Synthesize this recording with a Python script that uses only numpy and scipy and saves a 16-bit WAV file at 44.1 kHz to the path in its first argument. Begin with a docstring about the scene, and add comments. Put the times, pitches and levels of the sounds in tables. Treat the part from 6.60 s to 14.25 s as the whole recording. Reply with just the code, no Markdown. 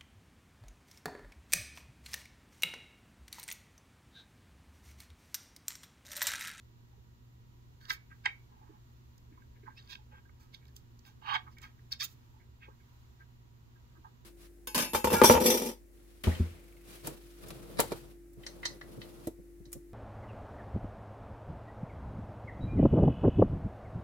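"""Thread and scissors at a table

Close to a small camera's microphone, hands work a thread over a foam board: soft rubs, dull knocks.
To the right, scissors are lifted, slid and put down. Their taps and scrapes ring in the table top,
the pivot squeaks, and hard blows ring the blades. Behind them, in a quiet room, an appliance hums
on the mains over low rumble and microphone hiss."""
import sys
import numpy as np
from scipy import signal
from scipy.fft import rfft, irfft, next_fast_len
from scipy.io import wavfile
from scipy.ndimage import uniform_filter1d, map_coordinates

SR = 44100
rng = np.random.default_rng(int(sys.argv[2]) if len(sys.argv) > 2 else 0)


def master(y):
    """Save y as 16-bit WAV."""
    cut = np.clip(np.atleast_2d(y).T, -1, 1)
    pcm = np.round(cut * 32767)  # scale
    wavfile.write(sys.argv[1], SR, pcm.astype(np.int16))


N = 337320

# rumble of the house: frequency_hz, relative_density_db
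RUMBLE_SPECTRUM = [(12, -40), (20, -12.5), (30, -10.5), (39, -12.5), (50, -10), (65, -1), (91, -11.5),
                   (130, -10.5), (147, -16.5), (204, -23), (236, -14), (266, -23), (370, -24), (700, -37),
                   (1500, -120)]
# hiss of the microphone: frequency_hz, relative_density_db
HISS_SPECTRUM = [(500, -18.5), (700, -1.5), (960, 2), (1300, -1.5), (2000, -6), (3000, -7), (4000, -7),
                 (5200, -11), (7500, -10.5), (16000, -13.5)]
# likeness of left and right in rumble and hiss: frequency_hz, correlation
NOISE_CORRELATION = [(60, 0.67), (180, 0.89), (550, -0.38), (1650, -0.43), (4970, -0.1), (15000, 0.11)]
# hum of the appliance: pitch_hz, rms_db
HUM_TONES = [(119.5, -60.5), (239, -80), (360, -83), (958, -85), (1915, -91.5), (2880, -93.5)]
# decay of the room: frequency_hz, t60_s
ROOM_DECAY = [(300, .24), (2000, .22), (6000, .18), (14000, .07)]
# response of the microphone: frequency_hz, gain_db
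MIC_RESPONSE = [(7400, -1), (8200, -13), (9500, -12.5), (11000, -7), (13000, -2.5), (15500, -0.5)]
# shading between the microphone ports, to which each pan_db adds: frequency_hz, left_over_right_db
PORT_SHADING = [(450, -7), (850, -12), (1300, -4.5), (2400, 1.5), (5000, 2.5), (15000, -1.5)]
# modes of the table top: pitch_hz, gain_db
TABLE_MODES = [(660, -15), (750, -8), (860, 7), (910, -4), (985, 0), (1075, -4), (1120, -1), (1285, -2),
               (1450, -11), (1600, 5), (1720, -5), (1860, -4), (2000, -5), (2210, 2), (2350, -4),
               (2510, -1), (2820, -3), (3140, 0), (3270, 2), (3450, -6), (3650, -1), (3820, -1), (4200, -8),
               (4380, -3), (4690, -2), (4870, -3), (5170, -2), (5500, -4), (5900, -6), (6250, -7),
               (6650, -7), (7100, -9), (7550, -4), (7900, -1), (8350, -4)]
# modes of the foam board: pitch_hz, gain_db
BOARD_MODES = [(315, 11), (420, 7), (520, 1.5)]
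# modes of the blades: pitch_hz, gain_db, t60_s
BLADE_MODES = [(2150, -9, .25), (2215, -1, .25), (2285, 0, .27), (2590, -8, .14), (3140, -8, .14),
               (3780, -9, .12)]
# response of the scissors' pivot: frequency_hz, gain_db
PIVOT_RESPONSE = [(500, -20), (1200, -7), (2400, 0), (3600, -2), (4700, -1), (6000, -12), (8500, -28),
                  (11000, -28), (16000, -28)]
# soft rubs of fingers and thread: time_s, peak_db, centre_hz, pan_db
THREAD_RUBS = [(.329, -69, 770, 25), (1.506, -49, 1756, -9.5), (1.918, -66, 875, 12), (1.962, -70, 870, 13),
               (2.01, -60.5, 870, -0.5), (2.136, -66, 900, 1.5), (2.718, -62, 1900, 0),
               (2.948, -62, 1940, 6.5), (3.027, -57.5, 1860, -4), (3.06, -48.5, 1450, -6.5),
               (3.09, -55.5, 1530, 0), (3.17, -51, 3930, -3), (3.172, -54.5, 1800, -3),
               (3.378, -62, 863, -7), (3.647, -63, 1580, -16), (4.016, -63, 2000, -3),
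               (4.078, -66.5, 1700, -11), (4.865, -47, 1330, -1), (4.97, -50, 2000, -7),
               (5.036, -48, 1900, 8), (5.176, -59, 1650, 0), (5.74, -64.5, 884, -1), (5.797, -62, 1816, -6),
               (6.076, -55, 1020, 3), (6.105, -67, 1490, -1), (6.198, -65, 1950, -9.5),
               (6.597, -53.5, 1610, -3), (7.158, -63.5, 1570, -15), (7.35, -58, 1350, -36),
               (7.445, -48, 1040, 1.5)]
# dull knocks of the hand on the board: time_s, peak_db, centre_hz, pan_db
HAND_KNOCKS = [(.372, -62, 456, -3), (1.303, -56, 350, -3), (1.657, -59, 380, -3), (2.09, -49.5, 300, -2),
               (2.716, -55, 266, 6), (3.032, -52, 320, 3), (3.524, -62, 490, -12), (6.075, -51.5, 437, 14),
               (7.378, -59, 270, 1)]
# squeaks at the pivot: start_s, rise_s, hold_s, fall_s, first_slip_hz, last_slip_hz, peak_db
PIVOT_SQUEAKS = [(3.155, .022, .004, .03, 2300, 3050, -50), (3.31, .021, .002, .016, 900, 900, -43),
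                 (5.394, .013, .005, .005, 1620, 1850, -35), (5.404, .014, .018, .034, 1050, 1530, -35),
                 (5.437, .006, .003, .014, 15800, 11200, -36), (5.5, .022, .008, .03, 10700, 14300, -72)]
# blows that ring the blades: start_s, peak_db
BLADE_BLOWS = [(1.306, -43.5), (1.66, -37), (1.707, -51)]
# scissors sliding on the table: start_s, rise_s, hold_s, fall_s, low_ring_db, bright_over_low_db,
# hiss_over_low_db, low_centre_hz, low_spread_octaves, bright_centre_hz
SCISSOR_SCRAPES = [(1.196, 0.013, 0.16, .02, -65.5, -4.5, -6, 1520, 0.31, 4200),
                   (1.279, 0.022, 0.0034, 0.036, -39, -1.5, -8, 1715, 0.6, 4150),
                   (1.309, 0.0083, 0.016, 0.042, -53.5, -6, 6, 1840, 0.34, 4340),
                   (1.635, 0.019, 0.013, 0.03, -42, -9, -33, 1920, 0.42, 3760),
                   (1.88, 0.02, 0.18, .03, -76.5, -13, -26, 1140, 0.63, 2000),
                   (2.0, 0.016, 0.15, 0.044, -76, -16, -27, 1210, .6, 2000),
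                   (2.699, 0.026, 0.11, 0.032, -80, -11, -24, 1580, .5, 2200),
                   (3.142, .03, 0.15, .04, -75.5, -2, -14, 1740, 0.54, 4200),
                   (3.268, 0.034, 0.028, 0.052, -58.5, 6.5, -3.5, 1720, 0.61, 4020),
                   (3.499, 0.018, 0.066, .035, -64, -19, -32, 1640, 0.67, 2400),
                   (3.785, 0.015, 0.024, 0.12, -71, -2.5, -0.5, 1560, 0.54, 5630),
                   (3.917, 0.024, 0.0068, 0.03, -63, 6.5, -3, 1950, 0.41, 3850),
                   (4.139, 0.024, .006, 0.055, -77.5, 6, 16, 2000, 0.77, 5500),
                   (4.427, 0.039, 0.0079, 0.075, -62.5, -4.5, -1.5, 1650, 1.2, 4070),
                   (4.615, 0.078, 0.032, 0.057, -37, -6, -33, 1140, 0.62, 2840),
                   (4.712, 0.029, 0.013, 0.04, -34, -6, -28, 1330, 1.1, 3230),
                   (4.897, .015, 0.023, 0.033, -76.5, 0.5, 0, 1600, 0.67, 4330),
                   (5.005, 0.022, 0.0027, 0.087, -51.5, -12.5, -8.5, 1740, 0.88, 4100),
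                   (5.303, 0.013, 0.016, 0.036, -53.5, 1.5, -3, 2260, 0.76, 4370),
                   (5.388, 0.016, 0.023, 0.021, -44, 3.5, -5.5, 2400, 0.73, 4650),
                   (5.415, 0.015, 0.02, 0.024, -60.5, 15.5, 22, 2380, 0.85, 5230),
                   (5.456, 0.018, 0.058, 0.039, -84.5, -9, 20.5, 1700, .8, 4600),
                   (5.993, 0.03, 0.024, 0.049, -56.5, -15.5, -31, 1920, 0.54, 3170)]
# sharp taps on the table: start_s, ring_peak_db, centre_hz, spread_octaves, treble_over_ring_db, pan_db
SCISSOR_TAPS = [(1.211, -59, 4000, 0.33, -13, 12), (1.251, -45, 4030, 0.48, -29.5, -9),
                (1.296, -37, 4000, 0.33, -28, -11), (1.302, -27, 4100, 0.48, -32, 11),
                (1.304, -22.5, 1900, 0.3, -32, -3), (1.311, -36, 4360, 0.2, -28, -6),
                (1.656, -20, 1820, 0.83, -40, -5), (1.657, -35, 6800, 0.5, -27, -4.5),
                (1.659, -18, 1900, 0.38, -48, -7), (1.66, -36, 880, 0.14, -51, -7.5),
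                (1.667, -32.5, 1840, 0.32, -54, 5), (1.682, -39, 2300, 0.41, -46, -3),
                (1.69, -39.5, 2190, 0.33, -40, 9), (2.579, -58.5, 5370, 0.58, 8, -9),
                (2.776, -59.5, 1160, 0.21, -25, -1), (2.82, -57, 1690, 0.4, -33, -4.5),
                (3.078, -42, 1030, 0.39, -35, 0), (3.198, -51.5, 4120, 0.19, -27, -1),
                (3.224, -56, 4200, 0.31, -32, -1), (3.245, -62, 4440, 0.24, -24, 8),
                (3.273, -52, 4400, 0.31, -25, 1), (3.297, -60, 7600, .3, -20, -2),
                (3.327, -45, 3700, 0.16, -30, 7), (3.352, -40, 2980, 0.97, -18, -3),
                (3.693, -56.5, 1595, 0.38, -28, -5), (3.945, -39, 3840, 0.22, -12, -5),
                (3.959, -70, 3000, .3, -27, 5), (4.053, -60, 2500, 0.9, 3, -7),
                (4.067, -64, 4300, 0.28, -7, -7), (4.08, -59.5, 4000, .6, 3, -9),
                (4.088, -66, 4300, .25, -10, -7), (4.164, -39, 6640, 0.59, -1.5, -6),
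                (4.391, -54.5, 6100, 0.5, 5, -16), (4.45, -51.5, 2400, 0.77, -20, -7),
                (4.621, -52.5, 900, 0.44, -38, 2), (4.661, -44, 1900, 0.88, -40, 13),
                (4.701, -33, 1490, 0.76, -44, 8), (4.749, -28, 1280, 1.3, -47, 11),
                (4.755, -27, 1280, 0.77, -44, -6), (4.762, -27.5, 1510, 0.86, -52, 15),
                (4.984, -52, 5000, 1.3, 6, -10), (5.017, -49, 5000, 1.4, 3, -16),
                (5.318, -30.5, 4730, 0.22, -41, 6), (5.323, -23, 4420, 0.33, -9.5, -8.5),
                (5.326, -42.5, 1880, 0.87, -30, 4), (5.333, -34.5, 4450, 0.43, -11, 3),
                (5.4, -34.5, 4700, 0.24, -22, -2), (5.407, -34, 4700, 0.31, -20, 0),
                (5.416, -26, 4800, 0.25, -20, -4)]


def amp(db):
    return 10 ** (np.asarray(db) / 20)


def unit_rms(x):
    return x / np.sqrt(np.mean(x ** 2) + 1e-20)


def curve_at(points, hz):
    """Reads (frequency_hz, value) points along a log frequency axis."""
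    frequencies, values = np.transpose(points)
    return np.interp(np.log(hz + 1), np.log(frequencies + 1), values)


def filtered(x, response):
    """Passes x through a complex response of frequency."""
    size = next_fast_len(x.shape[-1] + SR // 12)
    return irfft(rfft(x, size) * response(np.fft.rfftfreq(size, 1 / SR)), size)[..., :x.shape[-1]]


def wobble(rate_hz):
    """A smooth random curve with rate_hz knots a second."""
    knots = rng.standard_normal(int(N * rate_hz / SR) + 4)
    return map_coordinates(knots, [np.arange(N) * rate_hz / SR])


def add(out, start_s, x, peak_db):
    """Mixes x in with the mean of its channels peaking at peak_db."""
    out[:, round(start_s * SR):][:, :x.shape[1]] += amp(peak_db) * x / np.abs(x.mean(0)).max()


def stereo_noise(spectrum):
    """Noise of rms 1 whose left-right likeness varies with frequency."""
    def mid_and_side(hz):
        angle = np.arccos(np.clip(curve_at(NOISE_CORRELATION, hz), -1, 1)) / 2
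        return amp(curve_at(spectrum, hz)) * [np.cos(angle), np.sin(angle)]
    mid, side = filtered(rng.standard_normal((2, N)), mid_and_side)
    return unit_rms(np.array([mid + side, mid - side]))


def rumble_and_hiss():
    """The house rumbles and the microphone hisses, each wavering a little in level."""
    rumble = amp(-58.5 + 1.1 * wobble(2.9)) * stereo_noise(RUMBLE_SPECTRUM) * amp([[-.7], [.7]])
    hiss = amp(-69 + .7 * wobble(3)) * stereo_noise(HISS_SPECTRUM) * amp([[-1], [1]])
    return rumble + hiss


def appliance_hum():
    """Multiples of the mains buzz in the background, slightly unsteady in level and phase."""
    tones, t = np.zeros(N), np.arange(N) / SR
    for hz, rms_db in HUM_TONES:
        peak = np.sqrt(2) * amp(rms_db + .74 * wobble(9.9))
        drift = .23 * wobble(4) * hz ** .364
        tones += peak * np.sin(2 * np.pi * hz * t + drift)
    return tones * amp([[-.3], [.3]])


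def room_reverb(x):
    """The room answers 200 samples late with a short tail whose treble dies first."""
    hz, t, noise = signal.stft(rng.standard_normal((2, SR // 2)), SR, nperseg=256)
    decay = amp(-60 * t / curve_at(ROOM_DECAY, hz)[:, None])
    tail = signal.istft(noise * decay, SR, nperseg=256)[1]
    delayed = np.pad(x, ((0, 0), (200, 0)))
    return signal.fftconvolve(delayed, tail / np.linalg.norm(tail[0]), axes=1)[:, :N]


def mic_ports(hz, pan_db, left_lag_s=20 / SR):
    """The left port hears the table later than the right, and differently shaded."""
    left_gain = amp((curve_at(PORT_SHADING, hz) + pan_db) / 2)
    return np.array([left_gain * np.exp(-2j * np.pi * hz * left_lag_s), 1 / left_gain])


def surface_ring(centre_hz, octaves, pan_db, modes=TABLE_MODES, q=40, spot_db=2):
    """Response of a surface's modes near centre_hz; each spot stirs them at other strengths."""
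    mode_hz, mode_db = np.transpose(modes)[..., None]
    count = len(modes)
    width_hz = 9 + mode_hz / q  # hands and board damp every mode by a further 9 Hz
    spot_scatter_db = spot_db * rng.standard_normal(count)
    port_scatter_db = 3 * rng.standard_normal((2, count))
    gains = amp(mode_db.T + spot_scatter_db + port_scatter_db) * (-1) ** np.arange(count)

    def response(hz):
        band = amp(-6 * (np.log2((hz + 1) / centre_hz) / np.clip(octaves, .2, 2)) ** 2)
        low_cut = 1 / (1 + (.8 * mode_hz.min() / (hz + 1)) ** 8)  # little sounds under the lowest mode
        resonances = 1j * hz * width_hz / (mode_hz ** 2 - hz ** 2 + 1j * hz * width_hz)
        return mic_ports(hz, pan_db) * band * low_cut * (gains @ resonances)
    return response


def contact_treble(pan_db):
    """Response for the contact itself, heard above the modes; the air takes a little off the top."""
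    def response(hz):
        high_pass = (1j * hz / 5000) ** 2 / (1 + 1j * hz / 5000) ** 2
        air_loss = 1 / (1 + 1j * hz / 9000)
        return mic_ports(hz, pan_db) * high_pass * air_loss
    return response


def grit(count, spread_db):
    """Rough contact force: noise in uneven grains of about half a millisecond."""
    noise = rng.standard_normal(count)
    grains = np.repeat(rng.standard_normal(count // 20 + 1), 20)[:count]
    return noise * amp(spread_db * grains)


def stroke(t, rise_s, hold_s, fall_s, edge_db=-28.5):
    """Gain of a movement: it swells, holds and fades at steady dB rates, then stops."""
    corners_s = np.cumsum([0, rise_s + 1e-4, hold_s + 1e-4, fall_s + 1e-4])
    return amp(np.interp(t, corners_s, [edge_db, 0, 0, edge_db], left=-140, right=-140))


def hand_contacts(contacts, modes, q, swell_s):
    """Soft pushes of hand or thread swell and fade, stirring a few modes of the surface."""
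    out, t = np.zeros((2, N + SR)), np.arange(SR // 6) / SR
    for time_s, peak_db, centre_hz, pan_db in contacts:
        octaves = .24 + .012 * (peak_db + 65)  # a fainter contact stirs fewer modes
        force = (t / swell_s) ** 2 * np.exp(-t / swell_s) * grit(len(t), spread_db=6.5)
        ring = filtered(force, surface_ring(centre_hz, octaves, pan_db, modes, q))
        add(out, time_s - swell_s, ring, peak_db)
    return out[:, :N]


def pivot_squeaks():
    """The blades stick and slip at a gliding, shaky rate whose multiples sound through the pivot."""
    out, harmonics = np.zeros((2, N)), np.arange(1, 11)[:, None]
    for start_s, rise_s, hold_s, fall_s, first_hz, last_hz, peak_db in PIVOT_SQUEAKS:
        t = np.arange(0, rise_s + hold_s + fall_s, 1 / SR)
        shake = 1 + .22 * uniform_filter1d(rng.standard_normal(len(t)), size=90)
        slip_hz = np.linspace(first_hz, last_hz, len(t)) * shake
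        partial_hz = harmonics * slip_hz
        gains = amp(curve_at(PIVOT_RESPONSE, partial_hz)) * (partial_hz < SR / 2)
        cycles = harmonics * np.cumsum(slip_hz) / SR + rng.random(harmonics.shape)
        tone = (gains * np.sin(2 * np.pi * cycles)).sum(0)
        add(out, start_s, tone * stroke(t, rise_s, hold_s, fall_s) * amp([[-3], [3]]), peak_db)
    return out


def blade_rings(attack_s=.002):
    """Hard blows leave the blades ringing; their close modes beat."""
    out, t = np.zeros((2, N + SR)), np.arange(SR // 2) / SR
    for start_s, peak_db in BLADE_BLOWS:
        ring = np.zeros((2, len(t)))
        for hz, gain_db, t60_s in BLADE_MODES:
            phase = 2 * np.pi * (hz * t + rng.random((2, 1)))
            drift = 9 * np.cumsum(rng.standard_normal(len(t))) / np.sqrt(SR)  # about 9 radians in 1 s
            ring += amp(gain_db - 60 * t / t60_s) * np.sin(phase + drift)
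        add(out, start_s, ring * (1 - np.exp(-t / attack_s)) * amp([[-2], [2]]), peak_db)
    return out[:, :N]


def scissor_scrapes():
    """Steel slides on the table, right of the microphone: grit drives low modes, high modes and hiss."""
    out, t = np.zeros((2, N + SR)), np.arange(SR // 4) / SR
    for (start_s, rise_s, hold_s, fall_s, low_db, bright_db, hiss_db,
         low_hz, octaves, bright_hz) in SCISSOR_SCRAPES:
        low = surface_ring(low_hz, octaves, pan_db=-4.5, spot_db=2.5)
        bright = surface_ring(bright_hz, octaves=.52, pan_db=-13.5, spot_db=2.5)
        hiss = contact_treble(pan_db=-8)
        envelope = stroke(t, rise_s, hold_s, fall_s)
        for level_db, response in ((low_db, low), (low_db + bright_db, bright), (low_db + hiss_db, hiss)):
            force = grit(len(t), spread_db=1.5)
            steady_rms = np.std(filtered(force, response).mean(0))
            scrape = filtered(force * envelope, response) / steady_rms
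            out[:, round(start_s * SR):][:, :len(t)] += amp(level_db) * scrape
    return out[:, :N]


def scissor_taps(rise_s=.0012, decay_s=.001):
    """Close by, a short rough push rings the table top and leaves a tick of treble."""
    out, t = np.zeros((2, N + SR)), np.arange(SR // 8) / SR
    for start_s, peak_db, centre_hz, octaves, treble_db, pan_db in SCISSOR_TAPS:
        force = (1 - np.exp(-t / rise_s)) * np.exp(-t / decay_s) * grit(len(t), spread_db=-3.5)
        table_top = surface_ring(centre_hz, octaves, pan_db, q=29)  # the resting tool damps the modes
        add(out, start_s, filtered(force, table_top), peak_db)
        add(out, start_s, filtered(force, contact_treble(pan_db)), peak_db + treble_db)
    return out[:, :N]


def scene():
    """Scissors and hands up close, a little room around them, hum and noise behind."""
    close = scissor_taps() + blade_rings()
    close += hand_contacts(THREAD_RUBS, TABLE_MODES, q=40, swell_s=.0073)
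    close += hand_contacts(HAND_KNOCKS, BOARD_MODES, q=9, swell_s=.00463)
    close += scissor_scrapes() + pivot_squeaks()
    return close + amp(-17) * room_reverb(close) + appliance_hum() + rumble_and_hiss()


def record(dry):
    """The sound dips near 9 kHz and has no treble above 16 kHz."""
    band_limit = lambda hz: np.clip((16000 - hz) / 500, 0, 1) ** 2
    return filtered(dry, lambda hz: amp(curve_at(MIC_RESPONSE, hz)) * band_limit(hz))


dry = scene()
out = record(dry)
master(out)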